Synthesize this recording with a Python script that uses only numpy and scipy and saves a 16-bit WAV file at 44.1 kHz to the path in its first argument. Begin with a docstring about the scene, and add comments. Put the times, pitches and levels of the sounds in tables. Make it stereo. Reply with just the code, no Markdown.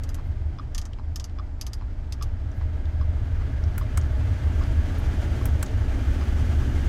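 """A ventilation blower winds up from low to high in a parked car: its swirling air booms in the cabin,
drones in the ducts and rushes from the vents. The hazard flasher ticks and tocks, a knob's spring
clicks from notch to notch, and two buttons on the climate panel snap down and spring back.
Underneath, the engine idles and the bass throbs twice. The two-channel microphone moves from the
dashboard screen down to the panel and back, which changes the level and tone of air, engine and flasher."""
import sys
import numpy as np
from scipy import signal
from scipy.fft import rfft, irfft
from scipy.io import wavfile

SR = 44100
rng = np.random.default_rng(int(sys.argv[2]) if len(sys.argv) > 2 else 0)


def digitize_waveform(pressure):
    """Quantize a signal to 16-bit integers and store it at the path in sys.argv[1].

    Rows of a 2-D input are taken as channels; values are limited to [-1, 1].
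    """
    field = np.atleast_2d(pressure).T
    bounded = np.clip(field, -1, 1)
    quanta = np.round(bounded * 32767).astype(np.int16)
    wavfile.write(sys.argv[1], SR, quanta)


N = 303408
TIME = np.arange(N) / SR
FREQS = np.maximum(np.fft.rfftfreq(N, 1 / SR), 1)

# Where the microphone is. Each row: time in seconds, place (0 = at the screen, 1 = at the panel).
POSITION = [(0, 0.34), (2.05, 0.011), (2.7, 0.76), (5.45, 0.96), (5.9, 0.91), (6.35, 0.073)]


def from_db(db):
    """Turn decibels into a number to multiply by."""
    return 10 ** (np.asarray(db) / 20)


def rms_one(x):
    """Scale a signal so that its average level (rms) is 1."""
    return x / np.sqrt(np.mean(x ** 2) + 1e-20)


def over_hz(points):
    """Join (Hz, value) points into a curve, giving each octave equal room."""
    hz, value = np.transpose(points)
    return np.interp(np.log(FREQS), np.log(hz), value)


def in_time(points):
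    """Join (seconds, value) points with straight lines."""
    return np.interp(TIME, *np.transpose(points))


def drift(rate_hz):
    """A random wander of size about 1, mostly slower than rate_hz."""
    return rms_one(irfft(rfft(rng.standard_normal(N)) / (1 + (FREQS / rate_hz) ** 2), N))


def low_pass(x, hz):
    """Soften the treble above hz."""
    return signal.sosfilt(signal.butter(2, hz, fs=SR, output="sos"), x)


def brighten(x, db, split_hz=9500):
    """Turn the highest treble up or down: a sharper snap has more of it."""
    top = signal.sosfilt(signal.butter(2, split_hz, "high", fs=SR, output="sos").repeat(2, axis=0), x)
    low = signal.sosfilt(signal.butter(2, split_hz, fs=SR, output="sos").repeat(2, axis=0), x)
    return low + from_db(db) * top


def resonate(x, modes):
    """Make x ring at each mode (pitch in Hz, width in Hz, level in dB); narrow ones ring longer."""
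    out = 0
    for k, (hz, width, db) in enumerate(modes):
        radius = np.exp(-np.pi * width / SR)
        poles = [1, -2 * radius * np.cos(2 * np.pi * hz / SR), radius ** 2]
        ring = (1 - radius ** 2) / 2 * signal.lfilter([1, 0, -1], poles, x)
        out = out + (-1) ** k * from_db(db) * ring
    return out


def emphasise(x, hz, width, db):
    """Raise or lower one ringing pitch of a sound."""
    return x + (from_db(db) - 1) * resonate(x, [(hz, width, 0)])


def contact(snap_s, cabin_db, cabin_t60, rise_s=0.0014):
    """A brief rattle, then cabin echoes that die in the seats, falling 60 dB in cabin_t60 seconds."""
    t = TIME[:SR // 10]
    envelope = (1 - np.exp(-t / rise_s)) * (np.exp(-t / snap_s) + from_db(cabin_db - 60 * t / cabin_t60))
    return envelope * rng.choice([-1, 1], (2, len(t)))


def add(out, start_s, db, sound):
    """Mix in a sound whose energy, if spread over 2 ms, has the level db."""
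    at = round(start_s * SR)
    sound = sound / np.sqrt(np.sum(sound ** 2) / (2 * .002 * SR))
    out[:, at:at + sound.shape[1]] += from_db(db) * sound[:, :N - at]


def at_microphone(mid, side=0):
    """Make left and right sound from two spectra: what both share (mid) and how they differ (side)."""
    # Uneven sensitivity. Each row: frequency in Hz, left minus right in dB.
    balance = [(26, -4.5), (70, 0), (160, -1), (220, 2.5), (400, -1), (600, -6), (850, -.5), (1600, 3),
               (2300, 1), (3200, -2), (7000, -1), (15000, -1.5)]
    # How far the left is ahead in the bass. Each row: frequency in Hz, phase in radians.
    left_lead = [(26, 0.29), (60, 0.23), (120, 0.22), (170, 0.46), (220, 0.47), (290, 0)]
    # Stereo width. Each row: frequency in Hz, gain of the side in dB.
    width = [(30, -21), (70, -21.5), (130, -20), (170, -11.5), (280, -12), (400, 0.5), (600, 0), (850, 6.5),
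             (1200, 6.5), (1600, 7), (2000, -1), (3000, 0), (15000, 0)]
    signs = np.array([[1], [-1]])
    response = from_db(signs * over_hz(balance) / 2) * np.exp(.5j * signs * over_hz(left_lead))
    return irfft((mid + signs * side * from_db(over_hz(width))) * response, N)


def air_noise(spectrum, skirt_db=40, ripple_db=2.4, ripple_hz=34):
    """Stereo noise of level about 1, shaped by spectrum and falling skirt_db an octave beyond it."""
    octaves_below = np.maximum(np.log2(spectrum[0][0] / FREQS), 0)
    octaves_above = np.maximum(np.log2(FREQS / spectrum[-1][0]), 0)
    shape_db = over_hz(spectrum) - skirt_db * (octaves_below + octaves_above)
    # echoes off glass and trim leave narrow peaks and dips above the bass
    knots = np.cumsum(np.full(2000, ripple_hz))
    ripple = np.array([np.interp(FREQS, knots, row) for row in rng.standard_normal((2, len(knots)))])
    ripple = ripple_db * ripple * FREQS / (FREQS + 600)
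    mid, side = rfft(rng.standard_normal((2, N))) * from_db(shape_db + ripple)
    pair = at_microphone(mid, side)
    return pair / pair.mean(axis=0).std()


def engine(firing_hz=25.84, wander=0.0043, uneven_db=1.5, murmur_db=-59):
    """The idling engine's firings make a low hum; engine and street murmur through the car's body."""
    # The hum's tones. Each row: multiple of the firing rate, level in dB, change at the panel in dB.
    tones = [(1, -34.5, -2.5), (2, -52, -4), (3, -40, 6)]
    # Tone of the murmur. Each row: frequency in Hz, relative level in dB.
    murmur = [(180, -24), (300, -2.5), (453, -16), (494, -19), (523, -3.5), (611, -10), (685, -2.5),
              (897, -2.5), (1020, -8.5), (1780, -27), (2880, -96), (4480, -21), (9000, -34.5), (11700, -81),
              (19800, -120)]
    at_panel = in_time(POSITION)
    phase = 2 * np.pi * np.cumsum(firing_hz * (1 + wander * drift(4.54))) / SR
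    hum = 0
    for multiple, db, panel_db in tones:
        level = from_db(db + panel_db * at_panel + uneven_db * drift(2.1))
        hum += level * np.sqrt(2) * np.sin(multiple * phase + rng.uniform(0, 2 * np.pi))
    return at_microphone(rfft(hum)) + from_db(murmur_db) * air_noise(murmur)


def throbs():
    """The low rumble swells briefly, twice."""
    # Each row: middle in seconds, top level in dB, pitch in Hz, half length in seconds.
    swells = [(2.878, -19, 76.06, 0.029), (4.779, -18.5, 79.7, 0.038)]
    bass = 0
    for s, db, hz, half_s in swells:
        envelope = from_db(db) * np.exp(-((TIME - s) / half_s) ** 2)
        bass += envelope * np.sqrt(2) * np.sin(2 * np.pi * hz * TIME + rng.uniform(0, 2 * np.pi))
    return at_microphone(rfft(bass))


def fingers(slide_hz=12300, slide_width_hz=4200):
    """Fingertips and loose button caps tap on plastic, and skin slides over it with a soft hiss."""
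    # Each row: start in seconds, level in dB, ringing pitch in Hz.
    taps = [(0.932, -40.5, 3150), (1.295, -50, 2980), (2.515, -50, 5860), (2.854, -45.5, 3400),
            (3.637, -40, 5500), (4.0128, -41.5, 6000), (4.636, -41.5, 4620), (5.661, -37, 6300)]
    # Each row: middle in seconds, top level in dB, half length in seconds.
    slides = [(0.265, -71, 0.027), (2.573, -68, .03), (4.987, -52, .006), (4.999, -51, .003),
              (5.427, -56, .002)]
    out = np.zeros((2, N))
    for s, db, hz in taps:
        touch = contact(snap_s=0.0015, cabin_db=-20, cabin_t60=0.07)
        add(out, s, db, low_pass(resonate(touch, [(hz, 900, 0)]), 6200))
    friction = rms_one(resonate(rng.standard_normal((2, N)), [(slide_hz, slide_width_hz, 0)]))
    envelope = sum(from_db(db) * np.exp(-((TIME - s) / half_s) ** 2) for s, db, half_s in slides)
    return out + envelope * friction


def buttons(lead_s=0.0005):
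    """A springy dome snaps under each plastic cap and clacks the panel, going down and coming back."""
    # Each row: start in seconds, cap level in dB, treble change in dB, cap pitch in Hz,
    # panel level in dB, echo fade time in seconds.
    clicks = [(3.779, -29.5, -7, 12000, -29.5, .09), (3.9733, -24, -18, 8300, -25, .055),
              (5.455, -27, -3, 12000, -29.5, .07), (5.627, -23.5, -14, 7200, -26, .055)]
    # How cap and panel ring. Each row: pitch in Hz, width in Hz, level in dB.
    cap_modes = [(2620, 680, -5.5), (5470, 1700, -4), (6500, 1200, -1), (8200, 1200, -0.5),
                 (11400, 2400, 1), (15000, 1800, 0)]
    panel_modes = [(620, 250, 3), (950, 420, 6), (1380, 420, 9), (2300, 700, -2)]
    out = np.zeros((2, N))
    for s, db, treble_db, cap_hz, clack_db, t60 in clicks:
        snap = 0.78 * contact(snap_s=0.002, cabin_db=-16, cabin_t60=t60)
        snap[:, round(lead_s * SR)] += [1, .5]  # one sharp hit, stronger on the left
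        cap = emphasise(resonate(snap, cap_modes), cap_hz, width=1100, db=6.5)
        add(out, s, db, brighten(cap, treble_db) * from_db([[1.0], [-1.0]]))
        push = 0.2 * contact(snap_s=.004, cabin_db=-4, cabin_t60=.05)
        push[:, round(lead_s * SR)] += [1, .6]
        add(out, s, clack_db, resonate(push, panel_modes))
    return out


def knob(lead_s=0.0005, echo_s=0.0066, echo_db=-13, shaft_lag_s=0.00404, shaft_db=-42.5):
    """A spring drops into each notch and rings the metal knob; the shaft settles with a faint knock."""
    # Each row: start in seconds, level in dB, treble change in dB, change of the main ring in dB.
    notches = [(0.0352, -36.5, -2, -4.5), (0.0905, -37.5, 1, -1), (0.1443, -35.5, 5, -6),
               (0.7476, -28, -8, -3), (0.78, -26, -6.5, -8), (0.815, -37, -24, -4), (0.8536, -37, -18, -6),
               (1.1587, -27, -1, 3), (1.198, -31.5, -16, 0), (1.2417, -31, -9, -2), (1.6119, -25, -1, 3),
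               (1.666, -31, -2, 2), (1.733, -30, -2, 3), (2.1234, -30, -6, 1), (2.2247, -30, -1.5, -2)]
    # How the knob rings. Each row: pitch in Hz, width in Hz, level in dB.
    knob_modes = [(1225, 39, -1), (1790, 80, -3), (3070, 850, -5.5), (4870, 570, 1), (6270, 860, 0.5),
                  (8600, 2000, -8.5), (10300, 1600, -7.5), (12660, 1050, -9.5)]
    out = np.zeros((2, N))
    for s, db, treble_db, ring_db in notches:
        blow = 0.32 * contact(snap_s=0.0011, cabin_db=-8, cabin_t60=0.058)
        blow[:, round(lead_s * SR)] += [1, .85]
        blow = blow + from_db(echo_db) * np.roll(blow, round(echo_s * SR), axis=1)  # echo off the console
        modes = [(hz, width, mode_db + rng.standard_normal()) for hz, width, mode_db in knob_modes]
        ring = emphasise(resonate(blow, modes), hz=5000, width=600, db=2.5 + ring_db)
        add(out, s, db, brighten(ring, treble_db))
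        knock = contact(snap_s=0.0035, cabin_db=-5, cabin_t60=0.15)
        add(out, s + shaft_lag_s, shaft_db, resonate(knock, [(1250, 300, 0), (700, 350, -5)]))
    return out


def flasher_click(kind, modes, at_panel, overtones_db, muffle_hz, shading_db=-5):
    """A woody knock reaches the left side first and echoes off glass and trim; gives level and sound."""
    # Each row: delay in seconds, level at the screen and at the panel in dB, right side's lag in seconds.
    echoes = [(.0042, -4.5, -27, 0.00037), (.0088, -13, -1, 0.00043), (0.01, -4.5, -18, .0002),
              (0.017, -13, -22, .0003)]
    direct = (0.00041, 0, 0, 0.00039)
    screen_db, panel_db, screen_hz, panel_hz, width = kind
    knock = 0.022 * contact(snap_s=.003, cabin_db=-5, cabin_t60=.1)
    for delay_s, up_db, down_db, lag_s in [direct] + echoes:
        gain = from_db(up_db + at_panel * (down_db - up_db))
        knock[0, round(delay_s * SR)] += gain
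        knock[1, round((delay_s + lag_s) * SR)] += 0.78 * gain
    hollow = [(screen_hz + at_panel * (panel_hz - screen_hz), width, 0)]
    body = resonate(resonate(resonate(knock, hollow), hollow), hollow)
    overtones = from_db(overtones_db + shading_db * at_panel) * resonate(knock, modes)
    return screen_db + at_panel * (panel_db - screen_db), low_pass(body + overtones, muffle_hz)


def flasher(first_s=.186, beat_s=.4, late_from_s=1.6, late_by_s=.0253):
    """A soft tock and a hollow tick take turns; one beat comes late and shifts the rest."""
    # Each knock: level at the screen and at the panel in dB, pitch at each in Hz, width in Hz.
    tick = (-24, -21.5, 1205, 1110, 270)
    tock = (-33.5, -29.5, 950, 1060, 620)
    # Their overtones. Each row: pitch in Hz, width in Hz, level in dB.
    tick_modes = [(1170, 60, -7), (1610, 120, -23), (2350, 150, -25.5), (2900, 140, -28),
                  (3450, 210, -18.5), (4240, 250, -26), (4960, 77, -16.5), (5900, 270, -26)]
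    tock_modes = [(1120, 80, -5), (1620, 110, -12), (2210, 240, -16.5), (3300, 500, -26.5),
                  (4100, 110, -16), (5000, 170, -25), (5600, 250, -27)]
    out = np.zeros((2, N))
    at_panel = in_time(POSITION)
    for beat, s in enumerate(np.arange(first_s, TIME[-1] - late_by_s, beat_s)):
        s = s + late_by_s * (s > late_from_s)
        place = at_panel[round(s * SR)]
        if beat % 2:
            db, click = flasher_click(tick, tick_modes, place, overtones_db=-1.5, muffle_hz=4500)
        else:
            db, click = flasher_click(tock, tock_modes, place, overtones_db=2.5, muffle_hz=5500)
        add(out, s, db, click)
    return out


def vents(surge_db=1.0, surge_hz=7, spread=0.67):
    """Air blows across the hollow vent housings; each of their notes swells and fades on its own."""
    # Each row: pitch in Hz, width in Hz, level in dB.
    notes = [(845, 88, -5.5), (1114, 37, -6), (1246, 50, -7), (1530, 70, -0.5), (1663, 56, 1.5),
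             (2280, 270, -18)]
    # Their joint loudness. Each row: time in seconds, level in dB.
    levels = [(0, -66.5), (1.8, -69), (2.5, -58), (3.6, -52), (4.4, -49), (4.9, -48), (5.4, -52.5),
              (6.0, -51.5), (6.88, -44.5)]
    mid, side = sum(from_db(surge_db * drift(surge_hz)) * resonate(rng.standard_normal((2, N)), [note])
                    for note in notes)
    hollow = low_pass(at_microphone(rfft(mid), spread * rfft(side)), 2600)
    return from_db(in_time(levels)) * rms_one(hollow)


def air_gain(law, flow_db):
    """A part of the air noise grows with the flow and changes with the microphone's place."""
    full_db, growth, panel_db = law
    return from_db(full_db + growth * flow_db + panel_db * in_time(POSITION))


def blower(flutter_db=0.96, gust_db=1.3, whistle_growth=1.96):
    """Swirling air booms in the cabin, drones in the ducts, rushes from vents and whistles on slats."""
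    # The air flow sinks, then winds up. Each row: time in seconds, strength in dB.
    flow = [(0.0, -50), (1.03, -54), (1.57, -53.5), (4.69, -43.5), (5.42, -42.5), (5.75, -44),
            (6.15, -42.5), (6.88, -42)]
    # The cabin's boom. Each row: time in seconds, level in dB.
    boom_levels = [(0, -31), (.5, -29), (1.2, -36), (1.9, -33.5), (2.4, -30), (3.2, -27.5), (3.8, -25),
                   (4.4, -24), (4.9, -23.5), (5.3, -24.5), (6.0, -25.5), (6.5, -24), (6.88, -24)]
    # Tone of each part, from low to high. Each row: frequency in Hz, relative level in dB.
    rumble_shape = [(24, -2), (32, -0.5), (45, -2), (62, -0.5)]
    boom_shape = [(68, 0.5), (79, 0.5), (93, -7), (104, -6.5), (120, -12.5), (135, -15.5), (152, -26.5),
                  (175, -39)]
    drone_shape = [(94, -44), (160, -2), (215, 1.5), (284, 2), (397, -6.5), (430, -17.5), (560, -40),
                   (950, -120)]
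    rush_shape = [(240, -20), (400, -10), (437, 2), (543, -3.5), (629, -2), (941, -6.5), (1030, -14),
                  (1110, -9.5), (1400, -6.5), (1650, -8.5), (1820, -9.5), (2400, -12), (2720, -17.5),
                  (3220, -17), (3840, -21), (4200, -21), (5460, -27.5), (9240, -120)]
    hiss_shape = [(2240, 2), (3200, 3), (3800, -5), (4420, -3.5), (6190, 0.5), (8010, -6), (15100, -15.5),
                  (16000, -22)]
    # Each loudness rule: level at full flow in dB, dB gained per dB of flow, change at the panel in dB.
    rumble_law = (-27, 0.68, -0.23)
    drone_law = (-35.5, 1.265, -2.3)
    rush_law = (-42.5, 1.27, 0.44)
    hiss_law = (-53, 1.95, -0.69)
    duct_law = (-62, 0.068, 13.6)
    # Notes of the air in the ducts. Each row: pitch in Hz, width in Hz, level in dB.
    duct_modes = [(442, 14, 6), (622.4, 23.5, 10.5), (1630, 120, -18), (3140, 38, -22)]
    # Faint, breathy whistles. 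Each row: pitch in Hz, level at full flow in dB, width in Hz.
    slat_notes = [(2885, -59, 160), (3140, -60.5, 70), (3530, -62.5, 130), (4530, -70.5, 77),
                  (4780, -68.5, 140), (6090, -70.5, 60), (6520, -67.5, 200), (7100, -70, 120),
                  (9500, -77, 100), (10650, -78, 200), (11450, -77, 200)]
    flow_db = in_time(flow)
    flow_db -= flow_db.max()  # 0 dB is full flow
    eddies = from_db(flutter_db * drift(21))
    gusts = from_db(gust_db * drift(3.6))
    rumble = air_gain(rumble_law, flow_db) * air_noise(rumble_shape)
    boom = gusts * from_db(in_time(boom_levels)) * air_noise(boom_shape)
    drone = air_gain(drone_law, flow_db) * air_noise(drone_shape)
    rush = eddies * air_gain(rush_law, flow_db) * air_noise(rush_shape)
    hiss = eddies * air_gain(hiss_law, flow_db) * air_noise(hiss_shape)
    ducts = air_gain(duct_law, flow_db) * rms_one(resonate(rng.standard_normal((2, N)), duct_modes))
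    slats = sum(from_db(db) * rms_one(resonate(rng.standard_normal((2, N)), [(hz, width, 0)]))
                for hz, db, width in slat_notes)
    whistles = from_db(whistle_growth * flow_db) * slats
    return rumble + boom + drone + rush + ducts + hiss + whistles


def scene():
    """Everything heard from the front seat."""
    return blower() + vents() + throbs() + engine() + knob() + buttons() + fingers() + flasher()


def record(dry):
    """The treble is cut steeply above 16000 Hz."""
    return signal.sosfilt(signal.ellip(10, .1, 80, 16000, fs=SR, output="sos"), dry)


dry = scene()
out = record(dry)
digitize_waveform(out)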